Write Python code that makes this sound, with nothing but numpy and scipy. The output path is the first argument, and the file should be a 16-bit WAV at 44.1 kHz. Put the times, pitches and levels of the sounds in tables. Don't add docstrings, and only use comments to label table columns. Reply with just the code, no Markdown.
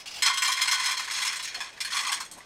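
import sys
import numpy as np
from scipy import signal
from scipy.fft import rfft, irfft, next_fast_len
from scipy.io import wavfile
from scipy.ndimage import map_coordinates

SR = 44100
rng = np.random.default_rng(int(sys.argv[2]) if len(sys.argv) > 2 else 0)


def master_out(mix):
    frames = np.transpose(np.atleast_2d(mix))
    ceiling = np.clip(frames, -1, 1)
    pcm = np.round(ceiling * 32767).astype(np.int16)
    wavfile.write(sys.argv[1], SR, pcm)


N = 108045
STRIKE_SIZE = 16384

# (time [s], relative level [dB], belly near 1 kHz [dB],
# middle near 2 kHz [dB], hard edge above 7 kHz [dB]); the tone columns count from their means
LANDINGS = [(0.2219, -9, -26, -11.5, -16.5), (0.2514, -13, -24, -9, -25.5),
            (0.2605, -9.5, -17.5, -26, -13.5), (0.2703, -15.5, -12, -6.5, -18),
            (0.2972, -21, -6.5, -10, -21), (0.3353, -23, -28, -9, -12), (0.3729, -13.5, -21.5, -13, -13),
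            (0.4204, -13.5, -14, -8, -9), (0.4471, -11, -26.5, -15.5, -18.5),
            (0.4754, -14, -11.5, -13.5, -13), (0.4956, -23.5, -19, -3, -9.5),
            (0.5183, -14.5, -28, -13, -11), (0.5706, -20, -22, -5.5, -14.5), (0.5922, -23.5, -10, -14, -20),
            (0.6104, -16.5, -21, -8.5, -26), (0.6158, -12.5, -29, -16, -12),
            (0.6387, -26, -12.5, -4.5, -46), (0.6756, -14, -22, -7, -15.5), (0.712, -11, -25, -14, -17),
            (0.7215, -17, -12.5, -8, -10), (0.7411, -21.5, -13, -18, -16), (0.7944, -21, -14, -16, -15),
            (0.8346, -21.5, -13, -5.5, -13), (0.858, -13.5, -23, -13, -15), (0.8836, -23, -9.5, -7, -12),
            (0.9104, -17, -11.5, -13, -14.5), (0.9694, -19.5, -20, -11, -16.5),
            (0.9937, -19.5, -15.5, -7, -16), (1.0442, -27.5, -11.5, -7, -13),
            (1.077, -22.5, -16, -10.5, -24), (1.1093, -18, -18, -12.5, -13),
            (1.135, -17, -20, -13.5, -19.5), (1.1703, -24, -21, -6, -12), (1.199, -20.5, -20, -15, -16.5),
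            (1.2189, -19, -14.5, -6, -11), (1.2486, -18.5, -16.5, -9.5, -11.5),
            (1.2689, -15.5, -24, -10.5, -13), (1.2848, -24, -12, -5, -23),
            (1.3291, -20.5, -21.5, -10.5, -15.5), (1.3582, -23, -27, -11.5, -10),
            (1.3929, -22.5, -19, -10.5, -17.5), (1.426, -24, -27, -18, -9.5),
            (1.4454, -19.5, -32, -15, -20), (1.4754, -20, -48, -13.5, -23), (1.5178, -36, -35, -2, -45),
            (1.5439, -20, -20, -12.5, -20), (1.6041, -21, -9, -9, -16), (1.6675, -32, -11, -9, -38),
            (1.7725, -36.5, -14, -5.5, -18), (1.8041, -15.5, -28, -15.5, -17),
            (1.8482, -19.5, -27.5, -11, -15), (1.8724, -26.5, -17, -11, -18),
            (1.9033, -22.5, -23, -13.5, -17), (1.9195, -18, -13.5, -17, -20.5),
            (1.9449, -19, -10, -7.5, -14.5), (1.9683, -17, -15, -16.5, -13.5),
            (1.9993, -25.5, -6.5, -5, -8), (2.0248, -28.5, -9, -10, -12), (2.046, -25.5, -8, -10, -24),
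            (2.0662, -18.5, -8.5, -13, -13.5), (2.0932, -21.5, -5.5, -12, -18),
            (2.118, -14.5, -17.5, -14, -13.5), (2.1274, -16.5, -16, -22, -16.5),
            (2.1703, -31, -2.5, -6.5, -27), (2.2023, -23, -12.5, -10.5, -12), (2.2485, -34, -28, -16, -11),
            (2.3133, -34.5, -22, -26, -2), (2.339, -39, -17, -16, -12), (2.376, -43, -5.5, -11, -1)]
# (frequency [Hz], relative level [dB])
CLACK_SPECTRUM = [(300, -43), (700, -21), (1000, -9), (1270, -9.5), (1900, -2), (2800, -7.5), (3700, -10),
                  (5500, -8.5), (8300, -13), (10500, -21), (13000, -26), (15800, -38)]
# (frequency [Hz], width [Hz], relative level [dB])
PAN_BODY = [(1066, 102, -4), (1500, 14, -15), (2045, 22, -0.5), (2410, 75, -2), (3350, 170, -1),
            (3947, 28, -0.5), (4310, 43, 4.5), (5325, 107, -2.5), (6514, 130, -4.5), (6700, 43, -19.5),
            (8180, 170, -9.5), (9780, 114, -12.5)]
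# (frequency [Hz], relative level [dB], T60 [s])
PAN_MODES = [(1010, -13, 0.14), (1031, -8.5, 0.36), (1097, -15.5, 0.66), (1132, -8, 0.12),
             (1487, -10.5, 0.42), (1857, -17.5, 0.45), (2097, -3.5, 0.26), (3202, -10, 0.52),
             (3313, -12, 0.46), (4077, -10.5, 0.16), (4111, -6.5, 0.25), (4590, -12.5, 0.06),
             (5144, -0.5, 0.13), (7220, -25, 0.11)]
# (time [s], relative level [dB])
BOUNCE_FLOW = [(0.22, -36), (0.3, -30), (0.4, -38.5), (0.5, -42), (0.56, -35), (0.66, -30.5), (0.8, -27),
               (0.92, -33), (1.04, -35.5), (1.14, -31), (1.3, -29.5), (1.48, -44.5), (1.621, -36),
               (1.75, -54), (1.86, -44), (1.98, -28.5), (2.08, -32.5), (2.23, -44.5), (2.3, -65),
               (2.45, -55)]
# (time [s], relative level [dB])
CORN_SLIPS = [(0.0, -42.5), (0.058, -39), (0.073, -39), (0.090, -48), (0.108, -40.5), (0.125, -47),
              (0.139, -38.5), (0.159, -38), (0.182, -38.5), (0.205, -42.5), (1.73, -52)]
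# (frequency [Hz], width [Hz], relative level [dB])
BOWL_BODY = [(2860, 62, 3.5), (3330, 89, 4.5), (4850, 76, 0.5), (5130, 38, 9), (6100, 110, 0.5)]
# (frequency [Hz], relative level [dB])
SLIP_SPECTRUM = [(180, -46), (300, -40), (592, -17), (723, -8), (1800, -8.5), (2680, 3), (3110, -5),
                 (5030, -1), (15800, -25.5)]
# (time [s], standard deviation of the swell [s], level [dB], pitch [Hz])
SPOON_RUBS = [(0.124, 0.025, -55.5, 770), (0.188, 0.027, -52.5, 780), (0.248, 0.019, -56.5, 450),
              (1.578, 0.016, -47.5, 660), (1.622, 0.019, -62, 596), (2.14, 0.15, -62, 266),
              (2.34, .025, -56, 250), (2.38, 0.0095, -48.5, 780)]
# (frequency [Hz], relative level [dB])
WOOD_SPECTRUM = [(100, -2), (250, -5), (480, -4), (750, 1), (1000, -4), (2000, -16), (6000, -43)]
# (time [s], relative level [dB])
SPOON_KNOCKS = [(1.773, -46), (2.406, -41.5)]
# (frequency [Hz], relative level [dB], T60 [s])
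KNOCK_MODES = [(750, -11, .08), (1173, -6, .1), (1980, 2, 0.053), (2130, -11, 0.13), (3500, -17, .08)]
# (frequency [Hz], relative level [dB])
AIR_SPECTRUM = [(25, -7.5), (60, -7), (150, -6.5), (300, -7), (700, -4), (2000, -8), (6000, -15.5),
                (11000, -38), (15800, -41)]

LANDING_DB, BODY_DB, RING_DB, BOWL_DB, AIR_DB = -12, 1, 0, -2, -54.5
ATTACK_S, HOLD_S, FALL_T60_S = 0.00023, 0.0097, 0.12
WALL_S, WALL_DB = 0.011, 2.5
ROOM_DB, ROOM_DULL_HZ, ROOM_T60_S = -6, 9100, 0.29
SPOT_DB, SPOT_WIDTH_HZ = 4, 170
TICK_DB, TICK_SPREAD_DB, TICK_T60_S, TICK_HZ, TICK_WINDOW_S = -4.5, 4, 0.0083, 6050, 0.012
COVER_START_S, COVER_S, DAMP_DB, CORN_T60_S = 0.79, 0.35, 6.5, 0.3
BARE_SHIFT = 0.023
DETUNE = 0.003
RING_RISE_S, LOW_CUT_HZ = 0.0043, 755
BOUNCES_PER_S, BOUNCE_SPREAD_DB, BOUNCE_T60_S = 220, 3.5, 0.073
BOUNCE_DB, BOUNCE_DULL_HZ = -3, 10500
RUB_WIDTH_HZ, RUB_PITCH_DB = 170, 7
TOP_HZ = 15850


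def landings():
    out = np.zeros(N)
    t = np.arange(STRIKE_SIZE) / SR
    hz = np.fft.rfftfreq(STRIKE_SIZE, 1 / SR)
    usual_tone = np.mean(LANDINGS, axis=0)[2:]
    for s, db, *tone in LANDINGS:
        belly, middle, edge = np.array(tone) - usual_tone
        colour = [(1150, belly), (1500, middle), (2300, middle), (3000, 0), (4800, 0.019), (8500, edge)]
        cover = np.clip((s - COVER_START_S) / COVER_S, 0, 1)
        plain = pan_colour(hz, cover)
        gain = plain * amp(along(colour, hz))
        loudness = np.linalg.norm(gain) / np.linalg.norm(plain)
        contact = loudness * clack(gain) + amp(edge / 2) * ticks(count=3)
        ring = amp(RING_DB - cover * DAMP_DB) * pan_ring(t, colour, cover, scatter_db=1)
        add(out, s, amp(db + LANDING_DB) * (contact + ring))
    return out


def pan_colour(hz, cover):
    shifted_hz = hz * (1 + BARE_SHIFT * (1 - cover))
    body_power = amp(BODY_DB) ** 2 * humps(PAN_BODY, shifted_hz)
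    return np.sqrt(amp(along(CLACK_SPECTRUM, hz)) ** 2 + body_power)


def clack(gain):
    t = np.arange(STRIKE_SIZE) / SR
    hz = np.fft.rfftfreq(STRIKE_SIZE, 1 / SR)
    random_db = SPOT_DB * rng.standard_normal(STRIKE_SIZE // 16)
    spot_gain = gain * amp(map_coordinates(random_db, [hz / SPOT_WIDTH_HZ], mode="wrap"))
    wall_lift = amp(WALL_DB * (np.minimum(t / WALL_S, 1) - 1))
    near = noise(spot_gain, STRIKE_SIZE) * fade(t - HOLD_S, FALL_T60_S) * wall_lift
    dull_gain = spot_gain / np.hypot(1, (hz / ROOM_DULL_HZ) ** 2)
    far = noise(dull_gain, STRIKE_SIZE) * amp(ROOM_DB) * fade(t, ROOM_T60_S)
    return (1 - np.exp(-t / ATTACK_S)) * (near + far)


def ticks(count):
    out = np.zeros(STRIKE_SIZE)
    size = STRIKE_SIZE // 16
    t, hz = np.arange(size) / SR, np.fft.rfftfreq(size, 1 / SR)
    gain = amp(along(CLACK_SPECTRUM, hz)) * hz / np.hypot(hz, TICK_HZ)
    for _ in range(count):
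        s = TICK_WINDOW_S * rng.random()
        level = amp(TICK_DB + TICK_SPREAD_DB * rng.standard_normal())
        add(out, s, level * noise(gain, size) * fade(t, TICK_T60_S))
    return out


def pan_ring(t, colour, cover, scatter_db):
    hz, db, t60 = np.transpose(PAN_MODES)
    gain = amp(db + along(colour, hz) + scatter_db * rng.standard_normal(len(hz)))
    pulled_hz = hz * (1 + DETUNE * rng.standard_normal(len(hz)))
    phase = 2 * np.pi * (np.outer(pulled_hz, t) + rng.random((len(hz), 1)))
    modes = gain @ (np.sin(phase) * fade(t, t60[:, None]))
    return modes * (1 - np.exp(-t / RING_RISE_S)) * fade(cover * t, CORN_T60_S)


def bounces():
    t, hz = np.arange(N) / SR, np.fft.rfftfreq(N, 1 / SR)
    hits = rng.random(N) < BOUNCES_PER_S / SR
    sizes = hits * amp(BOUNCE_SPREAD_DB * rng.standard_normal(N))
    decay_power = fade(t[:STRIKE_SIZE], BOUNCE_T60_S) ** 2
    power = np.abs(signal.fftconvolve(sizes ** 2, decay_power)[:N])
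    gain = pan_colour(hz, 0.83) / np.hypot(1, (hz / BOUNCE_DULL_HZ) ** 2)
    rattle = unit(np.sqrt(power) * noise(gain, N))
    s, db = np.transpose(BOUNCE_FLOW)
    return rattle * amp(np.interp(t, s, db) + BOUNCE_DB) * (t > LANDINGS[0][0])


def bowl():
    out = np.zeros(N)
    hz = np.fft.rfftfreq(STRIKE_SIZE, 1 / SR)
    body_power = amp(BOWL_DB) ** 2 * humps(BOWL_BODY, hz)
    gain = np.sqrt(amp(along(SLIP_SPECTRUM, hz)) ** 2 + body_power)
    for s, db in CORN_SLIPS:
        add(out, s, amp(db) * clack(gain))
    return out


def spoon():
    out = np.zeros(N)
    t, hz = np.arange(N) / SR, np.fft.rfftfreq(N, 1 / SR)
    for s, spread_s, db, pitch in SPOON_RUBS:
        pitch_power = humps([(pitch, RUB_WIDTH_HZ, RUB_PITCH_DB)], hz)
        gain = np.sqrt(amp(along(WOOD_SPECTRUM, hz)) ** 2 + pitch_power)
        swell = np.exp(-0.5 * ((t - s) / spread_s) ** 2)
        out += amp(db) * swell * noise(gain, N)
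    knock = sum(amp(db) * np.sin(2 * np.pi * f * t) * fade(t, t60) for f, db, t60 in KNOCK_MODES)
    for s, db in SPOON_KNOCKS:
        add(out, s, amp(db) * knock)
    return out


def room_air():
    hz = np.fft.rfftfreq(N, 1 / SR)
    return amp(AIR_DB) * noise(amp(along(AIR_SPECTRUM, hz)), N)


def amp(db):
    return 10 ** (np.asarray(db) / 20)


def unit(x):
    return x / np.sqrt(np.mean(x ** 2) + 1e-20)


def along(points, hz):
    f, v = np.transpose(points)
    return np.interp(np.log(hz + 1), np.log(f + 1), v)


def humps(rows, hz):
    return sum(amp(db) ** 2 / (1 + ((hz - centre) / width) ** 2) ** 2 for centre, width, db in rows)


def noise(gain, size):
    return unit(irfft(rfft(rng.standard_normal(size)) * gain, size))


def fade(t, t60):
    return np.exp(-np.log(1000) * np.maximum(t, 0) / t60)


def add(track, s, sound):
    part = track[max(0, round(s * SR)):][:len(sound)]
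    part += sound[:len(part)]


def scene():
    low_cut = signal.butter(6, LOW_CUT_HZ, "high", fs=SR, output="sos")
    pan = signal.sosfilt(low_cut, landings() + bounces())
    return (pan + bowl() + spoon() + room_air())[None]


def record(dry):
    size = next_fast_len(N + STRIKE_SIZE)
    passband = np.fft.rfftfreq(size, 1 / SR) < TOP_HZ
    return irfft(rfft(dry, size) * passband, size)[:, :N]


dry = scene()
out = record(dry)
master_out(out)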